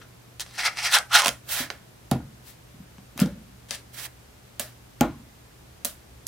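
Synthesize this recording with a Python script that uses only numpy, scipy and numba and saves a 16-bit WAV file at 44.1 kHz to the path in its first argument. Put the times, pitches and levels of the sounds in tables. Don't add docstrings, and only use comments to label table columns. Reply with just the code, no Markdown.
import sys
import numpy as np
from scipy import signal
from scipy.fft import rfft, irfft
from scipy.io import wavfile
from numba import njit

SR = 44100
rng = np.random.default_rng(int(sys.argv[2]) if len(sys.argv) > 2 else 0)


def how_loud(loudness_db):
    steps = np.asarray(loudness_db, float) / 20
    return 10 ** steps


def wav_out(sig):
    wavfile.write(sys.argv[1], SR, np.round(np.clip(np.atleast_2d(sig).T, -1, 1) * 32767).astype(np.int16))


N = 276504
T = np.arange(N) / SR

# start in seconds, peak in dB, contact in ms, place struck (rounded to an index).
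BLOWS = [(1.26, -25, 0.63, 1.5), (1.279, -31, 2.5, -0.5), (1.601, -28, 1.6, 2), (2.1148, -10, 1.4, 0),
         (2.116, -29, 4, 3), (2.158, -20.5, 2, 0), (2.192, -34.5, 13, 2.5), (2.74, -42, 2.5, 1),
         (2.799, -35, 2.5, 1), (2.98, -39.5, 2.1, 1), (3.156, -37, 2.6, 1.5), (3.19, -26, 0.98, 2),
         (3.2153, -6.5, 0.58, 1), (3.258, -24, 2.2, 1.5), (3.712, -35, 0.83, 4), (4.598, -28, 0.59, 4),
         (5.0088, -5, 1.4, 2.5), (5.05, -19, 1.9, 2.5), (5.101, -38, 7.6, 3.5), (5.85, -27.5, 0.76, 4)]
EDGES_HZ = (520, 2600, 6500, 10500, 16200)
RATTLE_COLOUR_DB, SKIN_COLOUR_DB = (-2, -9.5, -19), (0, -3, -1)


def unit(x):
    return x / np.sqrt(np.mean(x ** 2))


def band(x, lo_hz, hi_hz):
    return signal.sosfilt(signal.butter(2, (lo_hz, hi_hz), "band", fs=SR, output="sos"), x)


def spread(x, pan_db):
    return x * how_loud(np.array([pan_db, -pan_db]) / 2)


def floor():
    # frequency in Hz, hiss density in dB per Hz.
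    hiss_curve = [(12, -53), (20, -34), (48, -10.5), (71, -2), (86, -17.5), (124, -3), (143, -10),
                  (492, -16), (535, -16), (863, -19.5), (10500, -31.5), (14700, -33), (16500, -48)]
    # frequency in Hz, likeness of left and right, where 1 is the same and 0 or less is unrelated.
    likeness = [(60, 0.97), (130, 0.85), (290, 0.36), (640, -0.16), (1410, -0.35), (3100, 0), (6820, 0.15),
                (15000, 0.33)]
    # time in seconds, hum level in dB.
    hum_course = [(0.0, -68), (0.2, -56), (2.0, -58), (3.5, -57), (4.0, -57), (4.3, -66), (4.7, -55),
                  (5.5, -62.5), (6.27, -58)]
    hiss_db, rumble_db, hum_hz = -51.5, -62.5, 120
    shake_db, shake_t60_s = -32.5, 0.52

    log_hz = np.log(np.maximum(np.arange(N // 2 + 1) * SR / N, 1))

    def read(curve):
        hz, value = np.transpose(curve)
        return np.interp(log_hz, np.log(hz), value)

    like = np.clip(read(likeness), 0, 1)
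    mid, side = (rfft(rng.standard_normal(N)) * how_loud(read(hiss_curve)) for _ in range(2))
    pair = mid * np.sqrt(1 + like) + side * np.sqrt(1 - like) * np.array([[1], [-1]])
    hiss = unit(irfft(pair, N)) * how_loud(hiss_db)

    hum = how_loud(np.interp(T, *np.transpose(hum_course))) * np.sqrt(2) * np.sin(2 * np.pi * hum_hz * T)

    start, peak_db = np.array(BLOWS).T[:2, :, None]
    since = T[::64] - start
    shakes = how_loud(peak_db + shake_db - 60 * np.abs(since) / shake_t60_s) * (since > 0)
    shake = shakes.sum(0).repeat(64)[:N]
    rumble = (how_loud(rumble_db) + shake) * unit(band(rng.standard_normal(N), 44.3, 88.7))
    return hiss + hum + rumble


def hands(t):
    # time in seconds, left minus right in dB, hollow between block and palm in Hz.
    places = [(0.0, 5, 1460), (0.39, -1, 1710), (0.58, 1, 1970), (0.86, -0.5, 2270), (0.94, -0.2, 1540),
              (1.11, -1, 1270), (1.18, -1.5, 1610), (1.24, -2, 820), (1.3, -3, 1270), (1.6, -3.5, 1850),
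              (2.12, -2, 1250), (2.5, 4, 2000), (3.2, 0.8, 1400), (3.72, 3, 1800), (3.97, -6, 1930),
              (4.6, -1.5, 1810), (5.01, 2, 1000), (5.85, -1.5, 1530)]
    s, pan_db, gap_hz = np.transpose(places)
    return np.interp(t, s, pan_db), np.interp(t, s, gap_hz)


@njit
def hollow(x, hz, width):
    y, b, l = np.empty(len(x)), 0., 0.
    for i in range(len(x)):
        g, k = np.tan(np.pi * hz[i] / SR), width
        v = (b + g * (x[i] - l)) / (1 + g * (g + k))
        b, l, y[i] = 2 * v - b, l + 2 * g * v, k * v
    return y


def ranges(draw, ringing, gap_hz):
    # centre in Hz, width in Hz, level in dB.
    resonances = [(834, 285, 2.5), (1325, 250, 4.5), (2000, 420, 4), (2640, 460, 1.5), (3400, 500, 1),
                  (4187, 310, 2.5), (5680, 1360, 7)]
    rung = sum(how_loud(db) * unit(band(draw(), hz - w / 2, hz + w / 2)) for hz, w, db in resonances)
    low = ringing * unit(rung) + (1 - ringing) * unit(band(draw(), 480, 8100))

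    def gap(hz):
        return unit(hollow(hollow(draw(), hz, .4), hz, .4))

    body = low + (.25 + .8 * ringing) * gap(gap_hz)
    ring = low + .7 * ringing * gap(2.3 * gap_hz)
    sources = (body, ring, draw(), draw())
    signs = (1, -1, 1, 1)
    return [sign * unit(band(x, lo, hi)) for sign, x, lo, hi in zip(signs, sources, EDGES_HZ, EDGES_HZ[1:])]


def strokes(rows, colour_db, roundness):
    lift_share = (0, 0.74, 1.16, 1.36)
    treble_fall = (1, 0.86, 0.84, 0.73)
    s, db, rise, fall, bright_db = np.array(rows).T[:, :, None]
    t = T[::32]
    gains = []
    for lift_db, share, sooner in zip((0, *colour_db), lift_share, treble_fall):
        before = (s - t) / np.maximum(rise, .002)
        after = (t - s) / np.maximum(fall * sooner, .002)
        away = np.where(t < s, before, after)
        level = how_loud(db + lift_db + share * bright_db - 20 * away ** roundness)
        gains.append(np.interp(T, t, np.sqrt(np.sum(level ** 2, 0))))
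    return gains


def contacts(gains, until_s, per_s, ringing, scatter_db, width):
    n = min(int(until_s * SR), N)
    gains = [g[:n] for g in gains]
    pan_db, gap_hz = hands(T[:n])
    train = (rng.random(n) < per_s / SR) * rng.uniform(-1.22, 1, n)
    train = train * how_loud(scatter_db * np.minimum(rng.exponential(size=n), 3))
    parts = ranges(lambda: np.roll(train, rng.integers(n)), ringing, gap_hz)
    mid = sum(g * p for g, p in zip(gains, parts))
    side = sum(g * share * np.roll(p, n // 3) for g, share, p in zip(gains[1:], (.7, 1, 1.1), parts[1:]))
    pair = mid + width * side * np.array([[1], [-1]])
    return np.pad(spread(pair, pan_db), ((0, 0), (0, N - n)))


def rattles():
    # peak in seconds, body in dB, rise in s and fall in s (both over 20 dB), brightness in dB.
    shears = [(0.018, -50, .012, 0.048, -5), (0.408, -40, 0.011, .035, 12), (0.48, -58.5, 0.071, .12, 7),
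              (0.56, -49.5, 0.054, 0.035, 6.5), (0.592, -29, 0.022, 0.092, 0),
              (0.664, -21, 0.034, 0.039, -0.5), (0.72, -46.5, .03, 0.069, -2),
              (0.790, -31, 0.035, 0.046, 0), (0.862, -25.5, 0.054, 0.053, 2), (0.946, -18, 0.036, 0.041, 6),
              (0.968, -20, 0.037, 0.031, -7), (1.0, -48, .02, 0.091, 1), (1.118, -31, .012, 0.06, -13),
              (1.154, -14.5, 0.032, 0.054, 3.5), (1.195, -21, 0.024, 0.032, 4),
              (1.235, -24.5, 0.032, 0.057, -7), (1.275, -29.5, .05, 0.035, 4), (1.31, -50, .02, .08, 9)]
    gains = strokes(shears, RATTLE_COLOUR_DB, roundness=1.29)
    return contacts(gains, until_s=1.6, per_s=2200, ringing=.7, scatter_db=3.2, width=0.45)


def clicks():
    # start in seconds, ring peak in dB, body and
    # air in dB relative to the ring.
    lone_contacts = [(0.397, -21.5, -10, -12), (0.4055, -21, -25, -16), (0.463, -36.5, 2, -27),
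                     (0.51, -41, -4, -21), (0.5837, -27, -18, -24), (0.7716, -25, -2, -29),
                     (0.9388, -12, -8.5, -15), (0.9859, -13, -17, -13), (1.2196, -14, -1, -12),
                     (1.2416, -21, 0, -5), (1.2468, -13, -14, -8), (1.2593, -13, 3, -6), (1.270, -15, -9, -6),
                     (1.281, -10.5, -5, -6), (1.29, -14, -9, -10),
                     (1.702, -24.5, 5, -31), (2.113, -19, -6.5, 1), (2.9825, -49, 9.5, -16),
               (3.1768, -33, 4.5, 3.5), (3.1929, -34, 12, 2), (3.2, -21.5, -11, 2), (3.2172, -24.5, -6, -6),
               (3.259, -32, -16, -18), (3.687, -44, -12, -5), (3.7083, -17, -14, -16),
               (3.749, -41, -10, -6), (4.0661, -40, 0, -12), (4.5956, -20, -12, 1.5), (4.598, -23, -6, 5),
               (5.009, -17, 2, 4.5), (5.8478, -19.5, -18, 7), (5.8522, -21, -14, 4), (6.2679, -24, -36, 3)]
    fizz_of_air = .55
    click_pan = 2.6

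    out, t = np.zeros((2, N + 1000)), T[:1000]
    s, ring_db, body_db, air_db = np.array(lone_contacts).T[:, :, None]
    bursts = rng.standard_normal((len(s), 1000)) * np.exp(-t / 0.0019) * np.clip(t / 0.0001, 0, 1)
    bursts[:, 8] += 3.5
    peaks_db = ring_db + body_db, ring_db, ring_db + fizz_of_air * air_db, ring_db + air_db
    snaps = 0
    for sign, db, lo, hi in zip((1, -1, 1, -1), peaks_db, EDGES_HZ, EDGES_HZ[1:]):
        part = band(bursts, lo, hi)
        snaps = snaps + sign * how_loud(db) * part / np.abs(part).max(1, keepdims=True)
    starts = (s[:, 0] * SR).astype(int)
    for start, snap, pan_db in zip(starts, snaps, click_pan * hands(s)[0]):
        out[:, start:start + 1000] += spread(snap, pan_db)
    return out[:, :N]


def thumps():
    # frequency in Hz, level in dB, t60 in seconds.
    modes = [
        [(127.5, -3, 0.74), (218, 12, 0.084), (319, 1.5, 0.2), (510, -16, 0.41), (590, -9, 0.17),
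         (880, 20, 0.078), (1071, -20, 0.18), (1330, -20, 0.37)],
        [(177.7, 1.5, 0.22), (256, -5, 0.21), (340, -18, 0.26), (420, -22, 0.33), (536, -20.5, 0.46),
         (628, -25, 0.15), (942, -35, 0.24), (1389, -35, 0.36)],
        [(170, -10.5, 0.28), (306.7, -4, 0.14), [243.7, 0, 0.13], [491, -26, 0.24], [649, 0, 0.076],
         [770, 2.5, 0.13], [887, 6.5, 0.18], [1070, -9, 0.63], [1328, 7.5, 0.24], [1400, 6, 0.31]],
        [(78, 0.1, 0.69)],
        [(220, -4, 0.18), (642, 2.1, 0.11), (1200, -1, 0.19)],
    ]
    out, t = np.zeros(N + SR), T[:SR // 5]
    for s, db, ms, place in BLOWS:
        hz, g, t60 = np.array(modes[int(round(place))]).T[:, :, None, None]
        cluster = hz * (1 + 0.0639 * rng.standard_normal((len(hz), 7, 1)))
        sign = (-1) ** np.arange(len(hz))[:, None, None]
        swing = sign * (1 - np.exp(-t * hz / 0.28))
        decay = np.exp(-t * np.log(1000) / (0.74 * t60))
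        ring = (swing * how_loud(g) * np.sin(2 * np.pi * cluster * t) * decay).sum((0, 1))
        push = np.sin(np.pi * np.clip(t[:400] * 1000 / max(ms, .1), 0, 1))
        blow = band(np.convolve(ring, push)[:len(t)], 75, 3100)
        start = int(s * SR)
        out[start:start + len(t)] += how_loud(db) * blow / np.abs(blow).max()
    return out[:N]


def rubs():
    # peak in seconds, body in dB, rise in s, fall in s, brightness in dB.
    slides = [
        (1.492, -44, .008, .05, 1),
        (1.525, -40, .045, .1, 6),
        (1.595, -34, .1, .09, -1),
        (2.485, -59.5, 0.053, 0.083, 5.5),
        (3.212, -35.5, 0.036, 0.04, -3),
        (3.945, -56, .02, .05, 5),
        (3.99, -45, 0.039, .08, 0.5),
        (4.062, -46, .1, 0.013, 3),
    ]
    # peak in seconds, body in dB, fall in s, brightness in dB.
    settling = [
        (1.705, -44, .1, -7),
        (2.117, -35, .06, -10),
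        (3.222, -43, 0.11, -4),
        (3.711, -50, .04, 3),
        (4.6, -42.5, 0.097, 4.5),
        (5.013, -29, .08, -28),
        (5.853, -45.5, 0.083, 9.5),
    ]
    # peak in seconds, body in dB, rise in s, fall in s, brightness in dB.
    creeps = [
        (3.692, -58, .006, .04, 10),
        (3.715, -46, .01, .06, 9),
        (3.748, -45, .04, .035, 9),
        (3.78, -58, .03, .06, 8),
    ]
    settle_rise_s = .003
    settles = [(s, db, settle_rise_s, fall, bright_db) for s, db, fall, bright_db in settling]
    gains = np.hypot(strokes(slides, SKIN_COLOUR_DB, roundness=1.54),
                     strokes(settles, SKIN_COLOUR_DB, roundness=0.87))
    gains = np.hypot(gains, strokes(creeps, RATTLE_COLOUR_DB, roundness=1.5))
    return contacts(gains, until_s=7, per_s=9000, ringing=.3, scatter_db=1.5, width=1.0)


def room(x):
    # band centre in Hz, t60 in seconds, level in dB.
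    washes = [(90.85, 0.28, -3), (204, 0.57, -9), (570, 0.2, 0.5), (1850, 0.19, -9), (6070, 0.066, -10.5),
              (11800, 0.22, -14)]
    t, tail = T[:SR // 2], 0
    for hz, t60, db in washes:
        noise = rng.standard_normal((3, len(t)))
        pair = noise[0] + min(hz / 3000, 1) * noise[1] * np.array([[1], [-1]])
        wash = band(pair, hz / 1.98, min(hz * 1.28, 17000)) * 1000 ** (-t / t60) * np.clip(t / 0.00053, 0, 1)
        tail = tail + how_loud(db) * wash / np.sqrt(np.sum(noise[2] ** 2 * 1000 ** (-2 * t / t60)))
    return signal.fftconvolve(x.mean(0)[None], tail, axes=1)[:, :N]


def scene():
    near = rattles() + clicks() + thumps() + rubs()
    return near + room(near) + floor()


def top_cut(x):
    return signal.sosfilt(signal.butter(12, 17020, fs=SR, output="sos"), x)


def record(dry):
    rounded = .9 * np.tanh(dry / .9)
    mix = signal.sosfilt(signal.ellip(8, .2, 60, 15900, fs=SR, output="sos"), rounded)
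    return top_cut(mix)


dry = scene()
out = record(dry)
wav_out(out)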